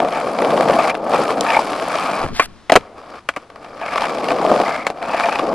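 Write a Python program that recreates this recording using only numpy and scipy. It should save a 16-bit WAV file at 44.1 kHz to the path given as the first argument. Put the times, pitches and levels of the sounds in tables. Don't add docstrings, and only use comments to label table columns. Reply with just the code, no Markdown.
import sys
import numpy as np
from scipy import signal
from scipy.fft import rfft, irfft, next_fast_len
from scipy.io import wavfile
from scipy.ndimage import uniform_filter1d, map_coordinates

SR = 44100
rng = np.random.default_rng(int(sys.argv[2]) if len(sys.argv) > 2 else 0)


def waveform_to_disk(signal):
    frames = np.transpose(np.atleast_2d(signal))
    scaled = np.clip(frames, -1, 1) * 32767
    samples = np.round(scaled).astype(np.int16)
    wavfile.write(sys.argv[1], SR, samples)


N = 244314
TIME = np.arange(N) / SR
TAPS = 4096
RING_TIME = np.arange(TAPS) / SR
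LIFT_S, LAND_S, UNLOAD_S = 2.32, 2.77, 0.077

# frequency in Hz, relative density in dB per Hz.
TRUCK_SPECTRUM = [(300, -23), (700, -1.5), (1000, 0.5), (1250, 6), (1480, -1), (1720, -3), (2020, -9),
                  (2200, -5), (2330, -0.5), (2520, -9), (2800, -23), (3030, -13.5), (3400, -15.5),
                  (7000, -52.5)]
# frequency in Hz, relative density in dB per Hz.
GRIT_SPECTRUM = [(800, -26), (2600, 7.5), (3400, 0), (4200, 1.5), (5100, -2.5), (6100, -6), (7500, -7),
                 (10300, -12.5), (11500, -16.5), (12600, -25), (13800, -84)]
# frequency in Hz, relative density in dB per Hz.
PING_SPECTRUM = [(500, -9.5), (1500, 7.5), (2400, 6), (3000, 2), (4000, -3.5), (5200, -7), (7000, -19),
                 (11000, -19.5), (12600, -37), (14500, -57)]
# frequency in Hz, relative density in dB per Hz.
GRIP_SPECTRUM = [(150, -15), (500, -10), (710, 5), (950, 0.5), (1600, 5), (2600, 1.5), (4700, 2),
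                 (6500, -6), (9000, -16), (12000, -31), (14500, -43)]
# start in seconds, end in seconds, deck groan in dB,
# frequency favoured by the groan in Hz, rasp in dB, centre of the rasp in Hz.
SCRUB_EVENTS = [(0.114, 0.22, -28, 690, -35, 2300), (0.778, 0.856, -23.5, 690, -28, 2280),
                (0.882, 0.921, -23, 690, -24.5, 2350), (1.12, 1.17, -28.5, 1200, -36, 2470),
                (1.458, 1.518, -20.5, 900, -29, 2400), (1.499, 1.583, -18.5, 900, -21.5, 2310),
                (1.876, 2.222, -39, 1200, -38.5, 2360), (3.807, 4.072, -30, 1150, -34, 2380),
                (4.657, 4.765, -24, 690, -29.5, 2100), (4.769, 4.87, -45, 690, -35.5, 2160),
                (5.014, 5.147, -29.5, 714, -37.5, 2410), (5.133, 5.305, -22.5, 770, -29.5, 2400),
                (5.312, 5.367, -23.5, 726, -27.5, 2420)]


def amp(db):
    return 10 ** (np.asarray(db) / 20)


def evened(x):
    return x / np.sqrt(np.mean(x ** 2) + 1e-20)


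def read(points, hz):
    f, value = np.transpose(points)
    return np.interp(np.log(hz + 1), np.log(f + 1), value)


def add(mix, s, sound):
    part = mix[..., round(s * SR):][..., :sound.shape[-1]]
    part += sound[..., :part.shape[-1]]


def response(points):
    log_gain = np.log(amp(read(points, abs(np.fft.fftfreq(TAPS, 1 / SR)))))
    ring = np.fft.ifft(np.exp(np.conj(signal.hilbert(log_gain)))).real
    return ring / np.linalg.norm(ring)


def through(x, ring):
    return signal.oaconvolve(x, ring)[:len(x)]


def ports(shared, apart):
    # frequency in Hz, left-right likeness from 0 to 1.
    likeness = [(30, 0.96), (70, 1), (150, 0.98), (500, 0.99), (1200, 0.96), (2300, 0.9), (4000, 0.8),
                (8000, 0.27), (12000, 0.38)]
    size = next_fast_len(len(shared), True)
    same = np.clip(read(likeness, np.fft.rfftfreq(size, 1 / SR)), 0, 1)
    mid = rfft(shared, size)
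    side = rfft(apart, size) * np.sqrt((1 - same) / (1 + same))
    return irfft(np.array([mid + side, mid - side]), size)[:, :len(shared)]


def noise(points):
    return evened(through(rng.standard_normal(N), response(points)))


def flutter(hz):
    size = next_fast_len(N, True)
    f = np.fft.rfftfreq(size, 1 / SR)
    slow = rfft(rng.standard_normal(size)) / (1 + (f / hz) ** 4)
    return evened(irfft(slow, size)[:N])


def held(start, end, rise_s, fall_s):
    outside = np.maximum((start - TIME) / rise_s, (TIME - end) / fall_s)
    return np.exp(-np.clip(outside, 0, 10) ** 2)


def ride(axis):
    # time in seconds, rumble in dB, grit in dB.
    run_up = [(0.0, -16, -42.5), (0.08, -21, -43), (0.16, -20, -38.5), (0.37, -21.5, -41.5),
              (0.44, -14, -38), (0.8, -14.5, -35), (0.9, -16, -33.5), (0.93, -23, -50),
              (1.02, -25.5, -50.5), (1.14, -13, -34), (1.3, -22.5, -36), (1.36, -19.5, -42.5),
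              (1.44, -18.5, -36.5), (1.57, -19.5, -32.5), (1.62, -23.5, -37), (1.84, -23, -38),
              (1.96, -21.5, -35), (2.24, -18, -37.5), (2.34, -48, -52)]
    # time in seconds, rumble in dB, grit in dB.
    run_out = [(2.81, -42, -52), (2.94, -42, -71), (2.98, -35.5, -48.5), (3.02, -40.5, -55),
               (3.16, -34.5, -47.5), (3.2, -48, -52), (3.23, -61, -75), (3.43, -44.5, -54),
               (3.47, -48.5, -76), (3.64, -38, -49.5), (3.69, -39, -53.5), (3.99, -21.5, -35.5),
               (4.23, -22.5, -41), (4.29, -19.5, -36), (4.38, -19.5, -40.5), (4.51, -13, -35.5),
               (4.74, -22.5, -37), (4.89, -29.5, -50.5), (4.93, -33, -56), (5.0, -31.5, -48.5),
               (5.02, -21.5, -44), (5.22, -23, -35), (5.54, -17.5, -43.5)]
    rows = np.array(list(run_up) + list(run_out))
    airborne = held(LIFT_S + UNLOAD_S, LAND_S - UNLOAD_S, UNLOAD_S, UNLOAD_S)
    return amp(np.interp(TIME, rows[:, 0], rows[:, axis])) * (1 - airborne)


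def stones(per_s, spread_db, road, window_s=0.087):
    size = (rng.random(N) < per_s / SR) * amp(spread_db * np.minimum(rng.exponential(1, N), 4)) * road
    power = uniform_filter1d(size ** 2, max(int(window_s * SR), 100))
    size /= np.sqrt(abs(power) + 1e-12)
    return size * rng.choice([-1., 1.], (2, N))


def resonate(x, hz, width):
    turn = np.exp(2j * np.pi * np.cumsum(hz * np.ones(len(x))) / SR)
    r = np.exp(-np.pi * width / SR)
    shifted = signal.lfilter([1], [1, -2 * r, r ** 2], x / turn)
    return evened((turn * shifted).real)


def favoured(modes, spot_hz, favour_db=9, octaves=0.18):
    return [(hz, db + favour_db * np.exp(-(np.log2(hz / spot_hz) / octaves) ** 2), last)
            for hz, db, last in modes]


def thump(t, modes, rise_s):
    ring = sum(amp(db - 60 * t / t60) * np.sin(2 * np.pi * hz * t) for hz, db, t60 in modes)
    ring = ring * (1 - np.exp(-(t / rise_s) ** 2))
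    return ring / abs(ring).max()


def crack(t, colour, t60, tail_db, tail_t60):
    shape = amp(-60 * t / t60) + amp(tail_db - 60 * t / tail_t60)
    ring = response(colour)
    return ports(*[through(z * shape, ring) for z in rng.standard_normal((2, len(t)))]) / 2


def air(air_db=-49, breeze_db=-34, buffet_db=-4, windward_db=1):
    # frequency in Hz, relative density in dB per Hz.
    wind_spectrum = [(15, 6.5), (40, -2), (90, 1.5), (140, -7), (210, -0.5), (400, -9), (1200, -37),
                     (4000, -87)]
    # frequency in Hz, relative density in dB per Hz.
    street_spectrum = [(15, 2), (50, 4.5), (200, 2), (600, -2), (1200, -2), (2000, -10.5), (4500, -17),
                       (7000, -24.5), (11000, -28), (13500, -70)]
    # peak in seconds, level in dB, rise in seconds,
    # t60 in seconds.
    gusts = [(2.26, -31, 0.041, 0.12), (2.335, -25.5, 0.046, 0.25), (2.454, -37.5, 0.025, 0.92),
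             (2.76, -20.5, 0.0056, 0.14)]
    shared, left, right = noise(wind_spectrum), noise(wind_spectrum), noise(wind_spectrum)
    eddies = shared / 2 + amp(buffet_db) * np.array([left, right])
    eddies = eddies * amp([[windward_db], [-windward_db]])
    puffs = sum(amp(db - 60 * np.maximum(TIME - s, 0) / t60) * held(s, TIME[-1], rise_s, rise_s)
                for s, db, rise_s, t60 in gusts)
    wind = puffs + amp(breeze_db) * np.sqrt(ride(axis=1)) / 2
    background = ports(noise(street_spectrum), noise(street_spectrum))
    return wind * eddies + amp(air_db) * background


def street(x, wet_db=-38, t60=0.74, dull_hz=6000):
    t = np.arange(SR // 2) / SR
    r = np.exp(-2 * np.pi * dull_hz / SR)
    tails = signal.lfilter([1 - r], [1, -r], rng.standard_normal((2, len(t)))) * amp(-60 * t / t60)
    return amp(wet_db) * ports(*[through(x.mean(0), tail / np.linalg.norm(tail)) for tail in tails])


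def spinning(whir_db=-56.0):
    return amp(whir_db) * noise(GRIP_SPECTRUM) * held(LIFT_S, LAND_S, UNLOAD_S, UNLOAD_S)


def fizz(patch_db=6.0, before_db=-13, after_db=-24):
    # frequency in Hz, relative density in dB per Hz.
    fizz_spectrum = [(3000, -36), (6500, -6), (8500, -2), (10400, -0.5), (11500, -6.5), (12600, -20),
                     (13800, -65)]
    level = amp(np.where(TIME < LAND_S, before_db, after_db)) * ride(axis=2)
    hits = stones(per_s=2500, spread_db=5.0, road=amp(patch_db * flutter(hz=120)))
    return level * ports(*[through(h, response(fizz_spectrum)) for h in hits])


def pings(ping_db=-2):
    hits = stones(per_s=70, spread_db=1.5, road=1, window_s=0.091) * ride(axis=2)
    return amp(ping_db) * ports(*[through(h, response(PING_SPECTRUM)) for h in hits])


def chips(truck_db=-3):
    # time in seconds, peak level in dB.
    clicks = [(0.05, -16), (0.298, -23), (0.609, -7), (0.686, -11), (0.708, -9), (0.738, -10), (1.164, -11),
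              (1.343, -20), (1.466, -13), (1.568, -11), (1.733, -9), (1.799, -9), (2.176, -14), (3.959, -9),
              (4.0205, -10), (4.306, -13), (4.386, -17), (4.465, -9), (4.616, -10), (4.974, -25),
              (5.028, -16), (5.172, -16), (5.199, -5), (5.26, -9), (5.533, -25)]
    tick = response(PING_SPECTRUM) + amp(truck_db) * response(TRUCK_SPECTRUM)
    out = np.zeros(N)
    for s, db in clicks:
        add(out, s, amp(db) * tick / abs(tick).max())
    return out


def hardware(hanger_db=5, race_db=-7, patch_db=3):
    # time in seconds, frequency in Hz.
    lean = [(0.2, 1270), (0.6, 1090), (1.2, 1290), (1.6, 1130), (2.2, 1130), (3.9, 1190), (4.4, 1100),
            (4.7, 1184), (5.4, 1110)]
    hanger_width_hz, race_hz, race_width_hz = 194, 4780, 1330
    road = amp(patch_db * flutter(hz=90))
    hanger_hz = np.interp(TIME, *np.transpose(lean))
    hanger = resonate(stones(per_s=500, spread_db=1.5, road=road)[0], hanger_hz, hanger_width_hz)
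    race = resonate(stones(per_s=830, spread_db=2.0, road=road)[0], race_hz, race_width_hz)
    return ride(axis=2) * (amp(hanger_db) * hanger + amp(race_db) * race)


def rolling(rumble_db=-3.5, drone_db=-4, chatter_db=7.5, grit_db=-0.94,
            deck_patch_db=1.2, truck_patch_db=3.5, grit_patch_db=3.0):
    # frequency in Hz, relative density in dB per Hz.
    deck_spectrum = [(30, -59), (90, -37.5), (135, -19), (190, -10.5), (290, -5.5), (385, -19), (520, -3),
                     (705, 1.5), (830, -2), (1010, -9), (1120, -6.5), (1290, -12.5), (1500, -20.5),
                     (2800, -48), (5000, -63)]
    # frequency in Hz, relative density in dB per Hz.
    wheel_spectrum = [(30, -78), (100, -16), (190, -3), (320, 3), (385, 0), (450, 6), (550, 4.5),
                      (650, 4.5), (850, -17), (2000, -65)]
    carve_ease_s, carve_drone_db, carve_chatter_db = 0.025, -7, 2.5
    grit_full_db, grit_growth = -36, 0.32
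    road, rumble, coarse = flutter(hz=104), ride(axis=1), ride(axis=2)
    turns = [held(start, end, carve_ease_s, carve_ease_s / 2) for start, end, *_ in SCRUB_EVENTS]
    carve = np.max(turns, axis=0)
    deck_road, truck_road = amp(deck_patch_db * road), amp(truck_patch_db * road)
    deck = stones(per_s=2500, spread_db=2.0, road=deck_road) * rumble
    wheels = stones(per_s=3000, spread_db=1.6, road=deck_road) * rumble * amp(carve_drone_db * carve)
    trucks = stones(per_s=1800, spread_db=2.5, road=truck_road) * coarse * amp(carve_chatter_db * carve)
    grit = stones(per_s=3500, spread_db=3.0, road=amp(grit_patch_db * road))
    grit = grit * coarse * (coarse / amp(grit_full_db)) ** grit_growth
    out = np.zeros((2, N))
    for hits, body, db in [(deck, deck_spectrum, rumble_db), (wheels, wheel_spectrum, drone_db),
                           (trucks, TRUCK_SPECTRUM, chatter_db), (grit, GRIT_SPECTRUM, grit_db)]:
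        ring = response(body)
        out += amp(db) * np.array([through(h, ring) for h in hits])
    return ports(*out)


def scrubs(slip_db=5, fade_s=0.0093):
    # frequency in Hz, relative level in dB, width of each pole in Hz.
    groan_modes = [(689.6, 3, 62), (888, 1, 47), (1185, -6.5, 76), (1745, -0.5, 360)]
    rasp_width_hz, rasp_wander_hz, groan_wander_share = 330, 60, 0.018
    slips = stones(per_s=2500, spread_db=2.5, road=amp(slip_db * flutter(hz=68)))[0]
    wander, out = flutter(hz=24.4), np.zeros(N)
    for start, end, groan_db, groan_hz, rasp_db, rasp_hz in SCRUB_EVENTS:
        span = slice(round(start * SR), round(end * SR))
        drive, waver = slips[span], wander[span]
        groan = evened(sum(amp(db) * resonate(drive, hz * (1 + groan_wander_share * waver), width)
                           for hz, db, width in favoured(groan_modes, groan_hz, favour_db=5.5)))
        rasp = resonate(drive, rasp_hz + rasp_wander_hz * waver, rasp_width_hz)
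        sound = amp(groan_db) * groan + amp(rasp_db) * rasp
        add(out, start, sound * signal.windows.tukey(len(drive), 2 * fade_s / (end - start)))
    return out


def bumps(knock_db=-3.5, crunch_db=1.2):
    # time in seconds, relative knock in dB, frequency favoured by the knock in Hz,
    # relative crunch in dB.
    large_stones = [(.002, -3, 686, -13), (.026, -4, 684, -40), (.0475, 0, 628, -20), (.085, -5, 716, -19),
                    (.124, -9, 695, -18), (0.268, -3.5, 624, -49), (0.388, -5.5, 760, -16),
                    (0.4208, -4, 490, -12.5), (.447, -6, 730, -13), (.497, -3.5, 690, -19),
                    (0.505, -16, 730, -13.5), (.5755, -4.5, 514, -12.5), (.608, 0.5, 560, -10),
                    (.654, -6, 537, -23), (.686, -29, 600, -16), (.6975, 3.5, 580, -15),
                    (.733, -23, 490, -15), (.738, -3, 690, -26), (.763, -2, 660, -23), (.789, 3, 694, -26),
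                    (.881, -24, 1120, -22), (.897, -5.5, 690, -8), (.944, -7.5, 700, -20.5),
                    (.951, -18, 700, -15.5), (1.03, -12, 590, -41), (1.136, -2, 955, -13),
                    (1.144, -4.5, 490, -13.5), (1.215, -7, 483, -35), (1.290, -6, 1150, -24),
                    (1.305, -10.5, 497, -12.5), (1.314, -8, 1100, -19), (1.392, -10, 604, -37),
                    (1.433, -17, 604, -33), (1.504, -13, 745, -8), (1.559, -16, 860, -16),
                    (1.5675, -1, 850, -26), (1.590, -1, 840, -19), (1.720, -12, 600, -20),
                    (1.878, -9, 680, -19), (1.954, -5.5, 610, -13.5), (1.985, -8, 1140, -15),
                    (2.286, -18, 720, -23), (3.501, -28, 1060, -29.5), (3.559, -22.5, 1120, -30),
                    (3.646, -22, 754, -28), (3.814, -16, 770, -24), (3.862, -14, 706, -20),
                    (3.958, -3, 1110, -14), (3.977, -20, 860, -14), (4.008, -22, 1100, -14),
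                    (4.0196, -6.5, 860, -15), (4.04, -11, 860, -15.5), (4.053, -29, 670, -15),
                    (4.184, -24, 700, -20), (4.243, -12, 700, -14), (4.286, -8, 714, -10),
                    (4.3055, -4, 1020, -15), (4.319, -5.5, 730, -21), (4.385, -10, 1100, -19),
                    (4.411, -9.5, 830, -30), (4.4495, 2, 660, -16), (4.5147, 5, 585, -28),
                    (4.540, -4.5, 780, -15.5), (4.600, 3.5, 640, -15), (4.986, -19, 700, -39),
                    (5.134, -12, 850, -26), (5.1445, -1, 690, -16), (5.172, -22, 660, -19),
                    (5.198, -7, 714, -17), (5.257, -12, 706, -20), (5.261, -4.5, 710, -27),
                    (5.285, -6, 875, -19), (5.326, -15, 720, -12.5), (5.356, -7, 810, -13),
                    (5.388, -24, 700, -14), (5.393, -4, 1160, -13), (5.460, -9.5, 750, -33)]
    # frequency in Hz, relative level in dB,
    # t60 in seconds.
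    knock_modes = [(490, -5, 0.026), (584, 0, 0.026), (685.5, 4.5, 0.025), (840, 4, 0.017),
                   (1156, -4, 0.028)]
    # time in seconds, level in dB.
    pebble = (1.4093, -0.81)
    # frequency in Hz, relative density in dB per Hz.
    snap_spectrum = [(800, -30), (2100, -19), (2700, 1), (3300, 3), (4800, 1), (7000, -1), (10500, -11),
                     (12500, -29), (14500, -27)]
    t, out = RING_TIME, np.zeros((2, N))
    for s, low_db, spot_hz, high_db in large_stones:
        knock = thump(t, favoured(knock_modes, spot_hz), rise_s=0.0018)
        crunch = crack(t, PING_SPECTRUM, t60=0.012, tail_db=-14, tail_t60=0.084)
        add(out, s, amp(low_db + knock_db) * knock + amp(high_db + crunch_db) * crunch)
    snap = crack(t, snap_spectrum, t60=0.0056, tail_db=-31, tail_t60=0.027)
    add(out, pebble[0], amp(pebble[1]) * snap)
    return out


def stomp():
    # frequency in Hz, relative level in dB, t60 in seconds.
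    loaded_modes = [(88.5, -3, 0.049), (150, -6, 0.062)]
    stomp_s, stomp_db = 2.2505, -17
    out = np.zeros(N)
    add(out, stomp_s, amp(stomp_db) * thump(RING_TIME, loaded_modes, rise_s=0.003))
    return out


def shoe(catch_db=3.0):
    # frequency in Hz, relative density in dB per Hz.
    hiss_spectrum = [(4000, -32), (7500, -1), (9500, 0), (11500, -4), (13000, -13), (14500, -40)]
    start_s, end_s, bite_s, release_s, drag_db = 2.368, 2.459, 0.029, 0.0037, -31
    hiss_start_db, hiss_rise_db_per_s = -18.5, 114
    stroke = amp(drag_db) * held(start_s, end_s, bite_s, release_s)
    hiss = amp(hiss_start_db + hiss_rise_db_per_s * (np.clip(TIME, start_s, end_s) - start_s))
    rub = noise(GRIP_SPECTRUM) + hiss * noise(hiss_spectrum)
    return stroke * amp(catch_db * flutter(hz=196)) * rub


def clacks(ring_db=-16.0, favour_db=12, favour_octaves=0.14, rattle_db=-7.0, rattle_t60=0.095,
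           contact_s=0.00023):
    # time in seconds, ring in dB, frequency of the favoured modes in Hz, ring time as a factor,
    # thump of the rider's weight in dB, frequency favoured by the thump in Hz, crack in dB,
    # pitch as a factor, pitch glide as the deck flexes as a share,
    # frequency above which the contact is too soft to ring the modes in Hz.
    blows = [(2.396, 5.5, 1110, 0.67, -5.5, 500, -30, 0.99, -0.028, 3600),
             (2.3990, -3.5, 2250, 1.14, -13, 700, -12.5, 1.02, 0.017, 3300),
             (2.421, -13.5, 2300, 0.69, -21, 694, -30, 0.94, -0.072, 3000),
             (2.6962, -9, 694, 0.77, -23, 604, -23, 1.22, -0.0073, 4000),
             (2.6983, 2.5, 2060, 0.25, -1.5, 700, -17, 0.99, -0.037, 3500),
             (2.7199, -3, 686, 1, 11, 700, -4, 0.9, 0.363, 4500),
             (2.731, -14, 950, 0.61, -8, 900, -24, 1, 0.015, 4000),
             (2.739, -15, 900, 0.66, -16, 900, -18, 1.1, 0.02, 4500),
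             (2.7552, 7, 1110, 0.31, 9.5, 654, -5, 0.92, -0.078, 4500),
             (2.7605, 12, 1130, 0.46, 6.5, 640, -3, 0.98, -0.133, 4000),
             (2.7702, -12, 1130, 0.7, 4, 483, -32, 1.02, 0.0084, 3500),
             (3.2884, -2, 630, 0.56, -14.5, 642, -16, 0.98, -0.016, 5000),
             (3.338, -31, 2350, 0.62, -36, 700, -44, 1, 0, 3000),
             (3.3627, -11.5, 1130, 0.73, -21, 560, -25.5, 1.08, -0.064, 2900),
             (3.3697, -17.5, 1130, 0.57, -15.5, 308, -29, 1.07, 0.049, 3000),
             (4.867, 1.5, 2215, 0.32, -6, 618, -13, 0.96, 0.05, 2670),
             (4.8735, -18, 1600, 0.92, -19, 700, -26, 1, -0.011, 2700),
             (4.9014, -16.5, 710, 0.59, -7, 654, -24, 1.05, -0.09, 3000)]
    # nominal frequency in Hz, relative level in dB, nominal t60 in seconds.
    deck_modes = [(292, -13.5, 0.1), (500, -10, 0.047), (584, -1, 0.032), (693, 2.5, 0.08), (896, -6, 0.05),
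                  (1117, -1.5, 0.052), (1270, -4, 0.086), (1510, -1, 0.076), (1610, -5.5, 0.048),
                  (1767, 8.5, 0.026), (2045, -2.5, 0.076), (2330, 1.5, 0.045), (2670, -4, 0.062),
                  (2900, 1.5, 0.027), (3340, -6.5, 0.082), (4680, -25, 0.021)]
    # nominal frequency in Hz, relative level in dB,
    # nominal t60 in seconds.
    slam_modes = [(277, -3, 0.046), (408, -11, 0.04), (478, 4.5, 0.029), (569, 8, 0.026), (691, 9, 0.024),
                  (878, -5, 0.047)]
    flex_s, contact_slope = 0.0332, 17
    feet_down_s, feet_damp_db, feet_damp_s = 2.7765, -6, 0.0036
    t, out = RING_TIME, np.zeros((2, N))
    hz, mode_db, t60 = np.transpose(deck_modes)[:, :, None]
    sign = np.cos(np.pi * np.arange(len(deck_modes)))[:, None]
    for s, db, spot_hz, length, weight_db, weight_hz, crack_db, pitch, glide, soft_hz in blows:
        flexed = np.cumsum(pitch + glide * (1 - np.exp(-t / flex_s))) / SR
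        spot_db = favour_db * np.exp(-(np.log2(hz / spot_hz) / favour_octaves) ** 2)
        decay = amp(mode_db + spot_db - 60 * t / (t60 * length))
        modes = sign * decay * np.sin(2 * np.pi * hz * flexed) / (1 + (hz / soft_hz) ** contact_slope)
        shake = rng.standard_normal(TAPS) * amp(rattle_db - 60 * t / (rattle_t60 * length))
        rattle = through(shake, response(TRUCK_SPECTRUM)) / 2
        wood = amp(db) * (amp(ring_db) * modes.sum(0) + rattle) * (1 - np.exp(-t / contact_s))
        weight = amp(weight_db) * thump(flexed, favoured(slam_modes, weight_hz), rise_s=0.0011)
        snap = amp(crack_db) * crack(t, GRIT_SPECTRUM, t60=0.016, tail_db=-10.0, tail_t60=0.082)
        add(out, s, wood + weight + snap)
    feet = held(feet_down_s + feet_damp_s, feet_down_s + TAPS / SR, feet_damp_s, feet_damp_s)
    return out * amp(feet_damp_db * feet)


def bearing(board):
    swing_s, swing_width_s, swing_lead_s = 2.425, 0.23, .000082
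    swing = held(swing_s, swing_s, swing_width_s, swing_width_s)
    late = np.arange(N) - swing_lead_s * SR * swing
    return np.array([board[0], map_coordinates(board[1], [late], order=3)])


def scene(left_db=0.93):
    ground = fizz() + pings() + chips() + hardware() + rolling() + scrubs() + bumps()
    board = bearing(ground + spinning() + stomp() + shoe() + clacks())
    return (board + street(board) + air()) * amp([[left_db], [-left_db]])


def record(dry):
    edge_hz = 15000
    clipped = np.clip(dry, -1, 1)
    lowpass = signal.firwin(255, edge_hz, window=("kaiser", 8), fs=SR)
    return signal.oaconvolve(clipped, lowpass[None], "same")


dry = scene()
out = record(dry)
waveform_to_disk(out)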